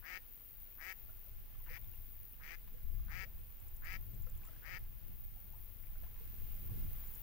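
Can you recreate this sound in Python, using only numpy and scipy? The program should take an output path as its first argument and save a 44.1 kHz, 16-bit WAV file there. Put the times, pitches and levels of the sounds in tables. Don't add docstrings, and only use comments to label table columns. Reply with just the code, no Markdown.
import sys
import numpy as np
from scipy import signal
from scipy.fft import rfft, irfft
from scipy.io import wavfile
from scipy.ndimage import uniform_filter1d

SR = 44100
rng = np.random.default_rng(int(sys.argv[2]) if len(sys.argv) > 2 else 0)


def volts(x):
    e = np.asarray(x, float) / 20
    return 10 ** e


def wrap_up_sound(samples):
    columns = np.atleast_2d(samples).T
    tamed = np.clip(columns, -1, 1)
    steps = np.round(tamed * 32767).astype(np.int16)
    wavfile.write(sys.argv[1], SR, steps)


N = 318392

# time in seconds, level in dB, left minus right in dB.
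AIR_LEVEL = [(0, -73.5, .5), (4.2, -74, 1), (4.6, -71, 0.5), (4.9, -74.5, -1.5), (6.1, -72.5, -2),
             (6.75, -69, -1.5), (7.22, -69, -1)]
# frequency in Hz, density in dB per Hz.
AIR_SHARED_COLOUR = [(120, -11.5), (200, -3.5), (352, -7.5), (425, -7.5), (761, -12), (829, -11.5),
                     (967, -13.5), (1130, -13), (2660, -12), (7820, -24.5), (12000, -14), (15600, -36.5),
                     (22000, -120)]
# frequency in Hz, density in dB per Hz.
AIR_APART_COLOUR = [(120, -54), (200, -5.5), (432, -6.5), (748, -12), (1020, -13), (1640, -17),
                    (3100, -15.5), (4760, -23), (12000, -20.5), (15600, -42), (22000, -120)]
# time in seconds, rumble level in dB, left minus right in dB.
WIND_LEVEL = [(0.0, -62.5, 8.0), (0.14, -64, -2.5), (1.14, -57.5, 5.5), (1.61, -56.5, 4), (1.73, -52.5, 4),
              (2.39, -58.5, -9.0), (2.67, -56, 9), (2.81, -55, -4), (2.87, -46, 10.5), (3.62, -57, 2.5),
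              (3.86, -50.5, 0), (4.02, -49.5, 11), (5.43, -53.5, -0.5), (5.75, -55.5, 8), (5.97, -54, -2.5),
              (6.84, -42.5, 4), (7.14, -52.5, -4), (7.22, -52.5, 11.0)]
# frequency in Hz, density in dB per Hz.
WIND_SPECTRUM = [(8.8, -31.5), (15, 7), (27, 2.5), (53, -3.5), (109, -13.5), (286, -38), (500, -46),
                 (650, -58), (1100, -120)]
# time in seconds, level in dB.
STEADY_LEVEL = [(0, -57), (2, -57.5), (3.7, -56), (4.6, -57), (5.9, -57.5), (6.4, -52), (7.22, -49)]
# frequency in Hz, density in dB per Hz.
STEADY_SPECTRUM = [(6000, -36), (9000, -27.5), (9900, -20.5), (12300, -15), (13000, -8.5), (13600, -4.5),
                   (14200, -2), (14600, -4), (14850, 5.5), (15100, 4), (15400, 1), (15600, -2.5),
                   (15850, -3.5)]
# start in seconds, end in seconds, level in dB.
VERSE_TIMES = [
    (.1, 1.29, -56),
    (1.392, 2.348, -55.5),
    (3.55, 4.28, -62),
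    (4.903, 6.05, -57),
]
# frequency in Hz, density in dB per Hz.
VERSE_SPECTRUM = [(6000, -52), (9000, -48), (10300, -15.5), (12300, -21), (13000, -3.5), (13600, -3),
                  (14100, -6.5), (14800, 9), (15200, 3.5), (15850, 0.5)]
# first tick in seconds, last tick in seconds, peak in dB, share turned away.
TICK_TRAINS = [
    (3.5987, 3.928, -58.5, .1),
    (4.145, 4.4498, -59.5, .9),
    (4.4664, 4.4664, -56, .9),
    (6.5574, 6.5574, -64, .3),
    (6.7714, 6.7714, -63, -.5),
    (6.8064, 6.8064, -71, -.5),
    (7.0724, 7.0728, -51.5, 0.35),
    (7.1495, 7.1495, -48.5, 0.8),
]
# frequency in Hz, width in Hz, level in dB.
TICK_WING = [(7260, 720, -3), (9160, 420, -3)]
# frequency in Hz, width in Hz, level in dB.
TICK_SHARP = [(10520, 1550, -3), (11900, 1100, -1)]
# start in seconds, end in seconds, wingbeat at start in Hz, at end in Hz, level in dB.
FLY_PASSES = [
    (2.7, 3.55, 188.5, 186, -86),
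    (3.55, 4.25, 186.5, 181, -81.5),
    (4.7, 5.15, 209, 206, -85),
    (5.38, 5.6, 180.5, 176, -80),
]
# multiple of the beat, level in dB.
FLY_HARMONICS = [(1, -4), (2, 0), (3, -1), (4, -2), (5, -1), (6, -2), (7, -6)]
# time in seconds, peak in dB, pitch in Hz, rise in octaves.
GULP_EVENTS = [
    (1.27, -64.5, 598, .1),
    (1.7, -57, 462, .26),
    (2.74, -62.5, 464, .24),
    (3.22, -62.5, 388, 1),
    (4.265, -58, 472, .2),
    (4.675, -60, 584, .1),
    (6.2, -61.5, 423, 0.28),
]
# time in seconds, peak in dB, pitch in Hz, rise in octaves.
LEFT_PLOPS = [(1.55, -65, 1200, -.2), (1.605, -65, 950, 0), (1.68, -58, 900, .2), (1.77, -61, 895, .2),
              (4.445, -63, 1050, 0), (4.49, -63.5, 650, -.1), (2.994, -64, 1140, 0.076),
              (3.12, -56, 816, -0.024), (4.27, -59, 1257, .18), (4.417, -61, 1510, 0),
              (4.434, -58, 2375, .18), (4.471, -60, 1244, .2), (4.486, -56, 1330, 0.018),
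              (4.531, -62, 1400, 0.25), (4.562, -61, 1600, 0.098), (5.362, -65.5, 676, 0.52),
              (5.533, -60, 778, 0.57), (5.555, -67, 710, -.2), (5.838, -61, 2200, .05),
              (5.87, -63, 2300, .05), (5.955, -65.5, 610, .04), (5.955, -61.5, 1400, 0.23),
              (6.03, -61, 606, 0.45), (6.04, -65, 1306, .3), (6.062, -65, 850, .79),
              (6.166, -68, 993, 0.26), (6.69, -64, 985, .41)]
# time in seconds, peak in dB, pitch in Hz, rise in octaves.
RIGHT_DRIPS = [(1.085, -66, 637, .1), (1.091, -60.5, 1330, .2), (1.54, -65, 3100, .1),
               (1.671, -60, 2780, .07), (1.769, -64, 2080, 0.42), (1.843, -62, 3500, .04),
               (1.937, -59, 2750, 0), (2.339, -64, 2900, .04), (4.349, -64, 3200, .14),
               (4.662, -72, 2300, .3), (4.772, -66, 4320, .1)]
# left minus right in dB, cycles of life, more cycles per octave of rise.
BUBBLES = [
    (6, 14.6, 15),
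    (14, 13.2, 10.7),
    (-11, 24, 1.5),
]
# middle in seconds, half length in seconds, droplets per second, left minus right in dB.
PADDLE_BOUTS = [
    (1.75, 0.14, 165, 4),
    (4.496, 0.23, 300, 7.5),
    (6.051, .35, 200, 20),
    (7.101, 0.55, 215, 0),
]
# time in seconds, peak in dB, left minus right in dB.
SPLASH_EVENTS = [
    (1.66, -58, 0),
    (2.674, -58, 12),
    (4.45, -62, 10),
    (4.51, -65, 10),
    (4.845, -63, 2),
    (6.035, -58.5, 12),
    (6.16, -60.5, 10),
    (7.033, -56.5, 0),
]
# frequency in Hz, width in Hz, level in dB.
SPRAY_BODY = [(1000, 1100, 4.5), (2600, 2500, -1)]
# first pulse in seconds, length in seconds, settled pitch in Hz, peak in dB,
# rasp in dB per octave.
QUACK_EVENTS = [
    (0.025, 0.16, 184.6, -48, -6),
    (0.782, 0.15, 188.6, -48, -2),
    (1.662, 0.12, 179, -52.5, -9),
    (2.399, 0.16, 178, -52, -3),
    (3.082, 0.17, 188.4, -48, -4.5),
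    (3.821, .15, 189, -48, -8.5),
    (4.625, 0.16, 181.8, -49, -7),
]
# frequency in Hz, width in Hz, level in dB.
WINDPIPE_MODES = [(374, 145, 0.5), (558, 164, -0.5), (760, 81, 0.5), (956, 190, 1), (1314, 102, 10.5)]
# frequency in Hz, width in Hz, level in dB.
THROAT_MODES = [(1400, 110, -15.5), (1675, 340, 1), (1888, 233, 5.5), (2285, 303, 5.5), (2940, 690, -3),
                (3100, 1300, -12)]
# frequency in Hz, width in Hz, level in dB.
BILL_MODES = [(4120, 2400, -0.5), (4970, 500, 2), (5170, 700, -1.5), (5720, 680, 1.5), (7120, 1100, -6),
              (8530, 710, -1.5)]

HOARSE_LEAST, HOARSE_MOST = 0.17, 0.27


def rms_one(x):
    return x / np.sqrt(np.mean(x ** 2) + 1e-20)


def in_time(rows):
    s, *columns = np.transpose(rows)
    return [np.interp(np.arange(N) / SR, s, c) for c in columns]


def coloured(x, spectrum):
    hz, level_db = np.transpose(spectrum)
    bins = np.maximum(np.fft.rfftfreq(N, 1 / SR), 1)
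    gain = volts(np.interp(np.log(bins), np.log(hz), level_db))
    return rms_one(irfft(rfft(x) * gain, N))


def panned(x, pan_db):
    left, right = volts(pan_db / 2), volts(-pan_db / 2)
    return x * np.array([left, right]).reshape(2, -1) * 2 / (left + right)


def drift(rate_hz):
    r = np.exp(-80 * np.pi * rate_hz / SR)
    slow = signal.lfilter([1], [1, -2 * r, r * r], rng.standard_normal(N // 40 + 2002))[2000:]
    return np.interp(np.arange(N) / 40, np.arange(len(slow)), rms_one(slow))


def gate(start, end, rise_s, fall_s):
    return np.interp(np.arange(N) / SR, [start, start + rise_s, end, end + fall_s], [0, 1, 1, 0])


def resonances(x, modes):
    out = 0
    for k, (hz, width_hz, level_db) in enumerate(modes):
        r = np.exp(-np.pi * width_hz / SR)
        pole = [1, -2 * r * np.cos(2 * np.pi * hz / SR), r * r]
        ring = signal.lfilter([1 - r, 0, r - 1], pole, x + 1e-18)
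        out = out + (-1) ** k * volts(level_db) * ring
    return out


def add(track, piece, at_s):
    i = round(at_s * SR)
    track[..., i:i + piece.shape[-1]] += piece[..., :N - i]


def air():
    level_db, pan_db = in_time(AIR_LEVEL)
    shared = coloured(rng.standard_normal(N), AIR_SHARED_COLOUR)
    apart = coloured(rng.standard_normal(N), AIR_APART_COLOUR)
    breath_db = 0.4 * drift(4)
    return panned(volts(level_db + breath_db + 2), pan_db) * [shared + apart, shared - apart]


def wind():
    level_db, pan_db = in_time(WIND_LEVEL)
    ports = np.array([coloured(rng.standard_normal(N), WIND_SPECTRUM) * volts(drift(7)) for port in range(2)])
    above_90_hz = signal.butter(2, 90, "high", fs=SR, output="sos")
    flutter = signal.sosfilt(above_90_hz, ports)
    flutter_db = 0.3 * (level_db - level_db.mean()) + 3 * drift(9)
    gust = volts(level_db + 1.37 * drift(3.1) + 5)
    sway_db = 2.5 * drift(3.2)
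    return panned(gust, pan_db + sway_db) * (ports - flutter + volts(flutter_db) * flutter)


def bush_cricket(level, colour, strokes_hz, sharpness, blur, pan_db, loose):
    cycle = (strokes_hz * np.arange(N) / SR + 0.033 * drift(2.4)) % 1
    uneven_db = 1.5 * drift(60)
    stroke = blur + uniform_filter1d(np.exp(-sharpness * cycle), size=50) * volts(uneven_db)
    song = coloured(rng.standard_normal(N) * stroke, colour)
    grass = np.array([coloured(rng.standard_normal(N), colour) for side in range(2)])
    return level * (panned(song, pan_db) + loose * grass)


def steady_cricket():
    level = volts(in_time(STEADY_LEVEL)[0])
    return bush_cricket(level, STEADY_SPECTRUM, 90.5, sharpness=6.8, blur=0.66, pan_db=6.0, loose=0.15)


def verse_cricket():
    level = np.zeros(N)
    for start, end, level_db in VERSE_TIMES:
        swell = gate(start, end, rise_s=0.23, fall_s=0.03)
        level += volts(level_db - 19 * (1 - swell)) * (swell > 0)
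    return bush_cricket(level, VERSE_SPECTRUM, 98.1, sharpness=12.0, blur=0.13, pan_db=12.5, loose=0.04)


def grasshopper():
    body, edge, t = np.zeros((2, N)), np.zeros((2, N)), np.arange(SR // 40) / SR
    gap_s, first_tick_db = 0.08, -4
    scrape = np.exp(-((t - 0.006) / 0.0043) ** 2)
    for first, last, peak_db, turned in TICK_TRAINS:
        for s in np.linspace(first, last, round((last - first) / gap_s) + 1):
            level_db = peak_db + first_tick_db * (s == first) + 0.51 * rng.standard_normal()
            stroke = panned(volts(level_db + 5) * scrape, -5 - 5.5 * turned)
            add(body, stroke * rng.standard_normal(t.size), s - 0.003)
            add(edge, volts(3 - 7.2 * turned) * stroke * rng.standard_normal(t.size), s - 0.003)
    return resonances(body, TICK_WING) + resonances(edge, TICK_SHARP)


def fly():
    beat_points, level = [], np.zeros(N)
    for start, end, first_hz, last_hz, level_db in FLY_PASSES:
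        beat_points += [(start, first_hz), (end, last_hz)]
        level += volts(level_db) * gate(start, end, rise_s=0.1, fall_s=0.1)
    beat_hz, = in_time(beat_points)
    phase = 2 * np.pi * np.cumsum(beat_hz * (1 + 0.0037 * drift(8.8))) / SR
    buzz = sum(volts(order_db + 2.1 * drift(5.1)) * np.sin(k * phase) for k, order_db in FLY_HARMONICS)
    return panned(level * rms_one(buzz), -22.0)


def bubble(peak_db, hz, pan_db, rise, life_s):
    t = np.arange(round(2 * life_s * SR)) / SR
    phase = 2 * np.pi * np.cumsum(hz * 2 ** (rise * t / life_s)) / SR
    tone = np.sin(phase) * np.minimum(t / (0.21 * life_s), 1) * np.exp(-2.2 * (t / life_s) ** 1.26)
    spatter = uniform_filter1d(rng.standard_normal(t.size), size=11) * np.exp(-t / 0.0038)
    return panned(volts(peak_db) * (tone + 1.34 * spatter), pan_db)


def plops():
    out = np.zeros((2, N))
    for rows, (pan_db, cycles, per_octave) in zip([GULP_EVENTS, LEFT_PLOPS, RIGHT_DRIPS], BUBBLES):
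        for s, peak_db, hz, rise in rows:
            life_s = (cycles + per_octave * abs(rise)) / hz
            add(out, bubble(peak_db, hz, pan_db, rise, life_s), s)
    return out


def trickle():
    out = np.zeros((2, N))
    when, size, pitch, side = rng.random((4, N // 50))
    t = np.arange(when.size) * 50 / SR
    calm_per_s, calm_pan_db = 50, 8
    per_s, pan_sum = calm_per_s, calm_per_s * calm_pan_db
    for middle, half_s, rate, bout_pan_db in PADDLE_BOUTS:
        bout = rate * np.exp(-((t - middle) / half_s) ** 2)
        per_s = per_s + bout
        pan_sum = pan_sum + bout * bout_pan_db
    pan_db = pan_sum / per_s
    for k in np.flatnonzero(when < per_s * 50 / SR):
        hz = 700 * 2 ** (2.8 * pitch[k])
        peak_db = -80 - 3.8 * np.log(size[k] + 0.05)
        add(out, bubble(peak_db, hz, pan_db[k] + 30 * (side[k] - 0.5), 0.17, 14.7 / hz), t[k])
    return out


def splashes():
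    out, t = np.zeros((2, N)), np.arange(SR // 16) / SR
    burst = np.minimum(t / 0.0022, 1) * np.exp(-t / 0.012)
    for s, peak_db, pan_db in SPLASH_EVENTS:
        add(out, panned(volts(peak_db) * burst * rng.standard_normal(t.size), pan_db), s)
    return resonances(out, SPRAY_BODY)


def syrinx(quack, jitters, modes, luck, closed_share, muffle_db, rise_s, shake, rasp_share):
    start, end, top_hz, hoarse, rasp_db = quack
    low_hz, gape = 131.95, 1.018
    climb_s = 0.05 + 0.35 * (hoarse - HOARSE_LEAST)
    out, t, s = np.zeros(N), np.arange(SR // 50) / SR, start
    hz, width_hz, level_db = np.transpose(modes)[:, :, None]
    signs, octaves = (-1.) ** np.arange(len(hz))[:, None], np.log2(hz / hz[0])
    swell = (1 - np.exp(-t / rise_s)) ** 3
    decay = np.exp(-np.pi * width_hz * t)
    for jitter, (rebound, *scatter) in zip(jitters, luck):
        if s > end:
            break
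        opening = 1 - np.exp(-((s - start) / climb_s) ** 1.7)
        parting = 1 - np.exp(-((s - start) / (0.16 * (end - start))) ** 1.35)
        mode_hz = hz * gape * (closed_share + (1 - closed_share) * parting)
        ringing = np.sin(2 * np.pi * mode_hz * t)
        slope_db = rasp_share * rasp_db - muffle_db * (1 - parting) ** 2
        scatter_db = 11.4 * hoarse * np.array(scatter)[:len(hz), None]
        strength = signs * volts(level_db + slope_db * octaves + scatter_db)
        turbulence = uniform_filter1d(rng.standard_normal(t.size), size=15) * np.minimum(t / 0.0027, 1)
        puff = 1 + shake * hoarse * turbulence
        pulse = swell * puff * np.sum(strength * ringing * decay, axis=0)
        add(out, pulse, s)
        add(out, (0.29 + 0.97 * hoarse) * volts(2 * rebound) * pulse, s + 0.0041 - 0.001865 * opening)
        pitch_hz = low_hz + (top_hz - low_hz) * opening
        s += (1 + 0.11 * hoarse * jitter * (1 - 0.22 * opening)) / pitch_hz
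    return out / np.sqrt(uniform_filter1d(out ** 2, size=700).clip(0) + 0.0013)


def duck():
    out = np.zeros(N)
    dull_db, bright_db = -40, -20
    for start, length, top_hz, peak_db, rasp_db in QUACK_EVENTS:
        luck, jitters = rng.standard_normal((40, 7)), rng.standard_normal(40)
        hoarse = np.clip(HOARSE_LEAST + 0.09 * (-50.7 - peak_db), HOARSE_LEAST, HOARSE_MOST)
        end = start + length
        quack = start, end, top_hz, hoarse, rasp_db
        attack_s = 0.033 + 0.041 * (hoarse - HOARSE_LEAST)
        effort_db, bill_db = in_time([
            (start, -17.5, dull_db),
            (start + attack_s, -5, bright_db),
            (start + 0.77 * length, 0, bright_db),
            (end - 0.008, -1, bright_db),
            (end + 0.011, -34, bright_db)])
        voice_db = peak_db + effort_db
        windpipe = syrinx(quack, jitters, WINDPIPE_MODES, 0.94 * luck, closed_share=0.75, muffle_db=-8.0,
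                          rise_s=0.0006, shake=0, rasp_share=0)
        throat = syrinx(quack, jitters, THROAT_MODES, luck, closed_share=0.756, muffle_db=16.0,
                        rise_s=0.00031, shake=6.7, rasp_share=0)
        bill = syrinx(quack, jitters, BILL_MODES, luck, closed_share=0.97, muffle_db=26.0,
                      rise_s=0.0001, shake=34.0, rasp_share=2.4)
        out += volts(voice_db - 10 - 22.7 * hoarse) * windpipe
        out += volts(voice_db - 1.6) * throat
        out += volts(voice_db + bill_db + 4.5) * bill
    t = np.arange(SR // 8) / SR
    bank = rng.standard_normal(t.size) * np.exp(-t / 0.022)
    out += volts(-47) * signal.fftconvolve(out, bank)[:N]
    return panned(out, 50.0)


def scene():
    background = air() + wind()
    insects = steady_cricket() + verse_cricket() + grasshopper() + fly()
    water = plops() + trickle() + splashes()
    return background + insects + water + duck()


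def band_limit(x):
    return signal.sosfilt(signal.butter(12, 17040, fs=SR, output="sos"), x)


def record(dry):
    hz = np.fft.rfftfreq(N, 1 / SR)
    joint_above_hz, top_hz = 10250, 15780
    spectrum = rfft(dry)
    low = irfft(spectrum * (hz < joint_above_hz), N)
    high = irfft(spectrum * ((hz >= joint_above_hz) & (hz < top_hz)), N)
    joint = high.sum(axis=0)
    joint_power = uniform_filter1d(joint ** 2, size=1024) + 1e-14
    share = uniform_filter1d(high ** 2, size=1024) / joint_power
    return band_limit(low + joint * np.sqrt(share.clip(0)))


dry = scene()
out = record(dry)
wrap_up_sound(out)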